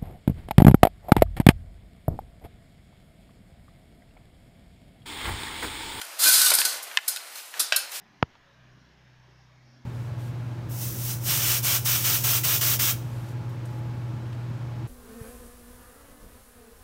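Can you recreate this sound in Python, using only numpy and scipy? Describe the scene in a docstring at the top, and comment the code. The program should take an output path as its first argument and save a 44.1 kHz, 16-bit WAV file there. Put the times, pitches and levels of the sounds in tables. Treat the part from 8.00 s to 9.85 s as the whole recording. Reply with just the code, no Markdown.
"""A quiet room, heard through a hand-held camera above a crouching cat.
Steady hiss, low rumble and a thin electrical whine lie under a far motor's faint hum.
One sharp knock on the camera's body thumps the microphone, with tiny ticks of the hand on the casing.
The grip rustles slightly twice, and two brief, far tones barely rise out of the hiss."""
import sys
import numpy as np
from scipy import signal
from scipy.fft import rfft, irfft, next_fast_len
from scipy.io import wavfile
from scipy.ndimage import uniform_filter1d, minimum_filter1d, map_coordinates

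SR = 44100
rng = np.random.default_rng(int(sys.argv[2]) if len(sys.argv) > 2 else 0)


def persist_wave(psi):
    """Save psi, clipped to +-1, as 16-bit WAV."""
    counts = np.round(np.clip(psi, -1, 1) * 32767).astype(np.int16)
    wavfile.write(sys.argv[1], SR, np.atleast_2d(counts).T)


N = 81585
TIME_S = np.arange(N) / SR


def amp(db):
    """Decibels to gain."""
    return 10 ** (np.asarray(db) / 20)


def unit(x):
    """Scale to rms 1."""
    return x / np.sqrt(np.mean(x ** 2) + 1e-20)


def gain_at(spectrum, hz):
    """Gain of (Hz, dB) points, interpolated in log frequency."""
    points_hz, db = np.transpose(spectrum)
    return amp(np.interp(np.log(hz + 1), np.log(points_hz + 1), db))


def level(points):
    """(s, dB) points to a gain per sample."""
    return amp(np.interp(TIME_S, *np.transpose(points)))


def swell(centre_s, width_s):
    """Gaussian envelope."""
    return np.exp(-.5 * ((TIME_S - centre_s) / width_s) ** 2)


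def wobble(rate_hz):
    """Smooth random curve."""
    knots = rng.standard_normal(int(N * rate_hz / SR) + 4)
    return map_coordinates(knots, [TIME_S * rate_hz])


def sine(cycles):
    """Sine of rms 1, random start phase."""
    return np.sqrt(2) * np.sin(2 * np.pi * (cycles + rng.random()))


def filtered(x, response):
    """Zero-phase filter with gain response(hz)."""
    size = next_fast_len(N + SR // 2)
    hz = np.fft.rfftfreq(size, 1 / SR)
    return irfft(rfft(x, size) * response(hz), size)[:N]


def noise(spectrum):
    """Coloured noise of rms 1."""
    return unit(filtered(rng.standard_normal(N), lambda hz: gain_at(spectrum, hz)))


def patchy(x, depth_db):
    """Slow, narrow-band patches of random gain; output rms 1."""
    bins = signal.stft(x, nperseg=1024)[2]
    patches = uniform_filter1d(rng.standard_normal(bins.shape), size=4, axis=0)
    patches = uniform_filter1d(patches, size=12, axis=1)
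    bins *= amp(depth_db * unit(patches))
    return unit(signal.istft(bins, nperseg=1024)[1][:N])


def struck(blows, spectrum, size=8192, stop_hz=43, stop_db=23):
    """(s, dB) impulses through a minimum-phase spectrum and the microphone's bass roll-off."""
    cepstrum = irfft(np.log(gain_at(spectrum, np.fft.rfftfreq(size, 1 / SR))))
    cepstrum[1:size // 2] *= 2
    cepstrum[size // 2 + 1:] = 0
    response = irfft(np.exp(rfft(cepstrum)))
    impulses = np.zeros(N)
    for time_s, db in blows:
        impulses[round(time_s * SR)] += amp(db)
    low_cut = signal.cheby2(3, stop_db, stop_hz, "high", fs=SR, output="sos")
    return signal.sosfilt(low_cut, signal.fftconvolve(impulses, response)[:N])


# Rumble spectrum (frequency [Hz], relative density [dB])
RUMBLE_SPECTRUM = [(20, -1), (40, -10), (90, -1), (180, 0.5), (280, 0), (400, -7), (600, -44.5)]
# Rumble envelope before gain (time [s], level [dB])
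RUMBLE_ENVELOPE = [(0, -67), (.3, -66), (.6, -70.5), (.76, -66.5), (.92, -70.5), (1.3, -68.5), (1.55, -73),
                   (1.72, -69.5), (1.85, -67)]

def room_rumble(gain_db=3):
    """Low, gently uneven room noise."""
    return amp(gain_db) * level(RUMBLE_ENVELOPE) * patchy(noise(RUMBLE_SPECTRUM), depth_db=3)


# Hiss band spectra (frequency [Hz], relative density [dB])
BROAD_SPECTRUM = [(240, -23), (400, -6), (480, -5.5), (600, 1), (1000, 0), (1340, -5), (1680, -1.5),
                  (2250, -3.5), (2850, -12), (3400, -7.5), (4300, -11.5), (5500, -11.5), (6600, -17.5),
                  (7300, -26.5), (8200, -40.5), (10000, -70)]
MID_SPECTRUM = [(500, -51), (900, -25), (1400, -4), (1680, 1), (2300, -12), (2950, -4.5), (3400, -15.5),
                (4500, -40), (8000, -69)]
SIZZLE_SPECTRUM = [(3000, -65), (4200, -16), (5000, 0), (5500, 4), (5850, -4), (6300, -26), (8000, -64)]
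# Hiss band envelopes (time [s], level [dB])
MID_ENVELOPE = [(0, -68.5), (.5, -67), (.85, -68.5), (1.25, -69), (1.55, -73), (1.7, -78), (1.85, -87)]
SIZZLE_ENVELOPE = [(0, -78), (.6, -93), (.8, -73.5), (.95, -84), (1.28, -82), (1.4, -71.5), (1.55, -82),
                   (1.6, -88), (1.67, -71.5), (1.76, -71), (1.85, -82)]

def room_hiss(broad_db=-63.5):
    """Steady broad hiss; a mid band fades and a narrow high sizzle comes and goes."""
    broad = amp(broad_db) * patchy(noise(BROAD_SPECTRUM), depth_db=2.32)
    mid = level(MID_ENVELOPE) * noise(MID_SPECTRUM)
    sizzle = level(SIZZLE_ENVELOPE) * noise(SIZZLE_SPECTRUM)
    return broad + mid + sizzle


def electrical_whine(hz=6449, level_db=-89.5):
    """One thin, steady tone."""
    return amp(level_db) * sine(hz * TIME_S)


# Weak motor partials (cycle multiple, relative level [dB])
WEAK_PARTIALS = [(2, -5.5), (5, -7), (6, -14)]
# Envelopes of the weak partials and the strongest, the drone (time [s], level [dB])
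WEAK_ENVELOPE = [(0, -80), (.3, -72), (.45, -68), (.7, -59.5), (1.05, -61.5), (1.4, -60), (1.85, -71)]
DRONE_ENVELOPE = [(0, -75.5), (.48, -72.5), (.6, -58.5), (.76, -57), (.9, -72), (.98, -66), (1.07, -59),
                  (1.5, -59.5), (1.72, -56.5), (1.85, -59)]

def motor_hum(cycle_hz=31.3, drift_hz=.1, waver_db=1.7, drone_multiple=4):
    """A far motor hums on multiples of its slightly unsteady cycle."""
    cycles = np.cumsum(cycle_hz + drift_hz * wobble(4)) / SR
    weak = sum(amp(db + waver_db * wobble(4.3)) * sine(k * cycles) for k, db in WEAK_PARTIALS)
    drone = sine(drone_multiple * cycles)
    return level(WEAK_ENVELOPE) * weak + level(DRONE_ENVELOPE) * drone


# Hand contacts (time [s], level [dB])
CONTACTS = [(.2256, -6.5), (.3538, -18.5), (.3572, -22)]
# Casing response to the hand (frequency [Hz], gain [dB])
CASING_SPECTRUM = [(100, -39), (400, -13), (1000, 3), (2000, -12.5), (3200, -5.5), (4200, -15), (7000, -34),
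                   (9000, -62)]

def casing_ticks():
    """Light contacts of the hand tick on the casing."""
    return struck(CONTACTS, CASING_SPECTRUM)


# Camera body response and its steep treble fall (frequency [Hz], gain [dB])
BODY_SPECTRUM = [(60, -4.5), (130, 0.2), (260, -4.5), (410, -9), (465, -6), (560, -7), (980, -5.5),
                 (1120, -8.5), (1330, -6.5), (1550, -12), (1900, -15), (3000, -18.5), (3450, -24),
                 (3750, -36), (4800, -29), (5800, -40)]
BODY_TREBLE = [(7400, -49), (8600, -73), (11000, -69), (15000, -88)]

def body_knock(time_s=.2277, impulse_db=29.5):
    """One hard, dry blow reaches the microphone through the camera's body."""
    return struck([(time_s, impulse_db)], BODY_SPECTRUM + BODY_TREBLE)


# Grip shifts (centre [s], width [s], level [dB])
GRIP_SHIFTS = [(.33, 0.037, -63.5), (1.26, 0.034, -69)]

def grip_rustle():
    """The shifting grip rubs soft swells of noise from the casing."""
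    envelope = sum(amp(db) * swell(centre_s, width_s) for centre_s, width_s, db in GRIP_SHIFTS)
    return envelope * noise(CASING_SPECTRUM)


# Far tones (centre [s], width [s], frequency [Hz], level [dB])
FAR_TONES = [(.49, 0.045, 554.4, -68), (1.75, 0.08, 234, -65.5)]

def far_tones():
    """Faint pure tones swell and fade."""
    return sum(amp(db) * swell(centre_s, width_s) * sine(hz * TIME_S)
               for centre_s, width_s, hz, db in FAR_TONES)


def scene():
    """Room and camera handling at one microphone."""
    room = room_rumble() + room_hiss() + electrical_whine() + motor_hum()
    handling = casing_ticks() + body_knock() + grip_rustle()
    return (room + handling + far_tones())[None]


def limiter(x, ceiling=.965, window_s=.001):
    """Fast, smoothed gain reduction holds peaks under the ceiling."""
    size = round(window_s * SR)
    needed_gain = np.minimum(1, ceiling / (np.abs(x) + 1e-9))
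    held_gain = minimum_filter1d(needed_gain, 2 * size + 1)
    return x * uniform_filter1d(uniform_filter1d(held_gain, size), size)


def record(dry):
    """The camera adds white self-noise, limits peaks and cuts the top treble."""
    self_noise_db, top_hz = -86, 15500
    limited = limiter(dry[0] + amp(self_noise_db) * rng.standard_normal(N))
    return filtered(limited, lambda hz: hz < top_hz)[None]


dry = scene()
out = record(dry)
persist_wave(out)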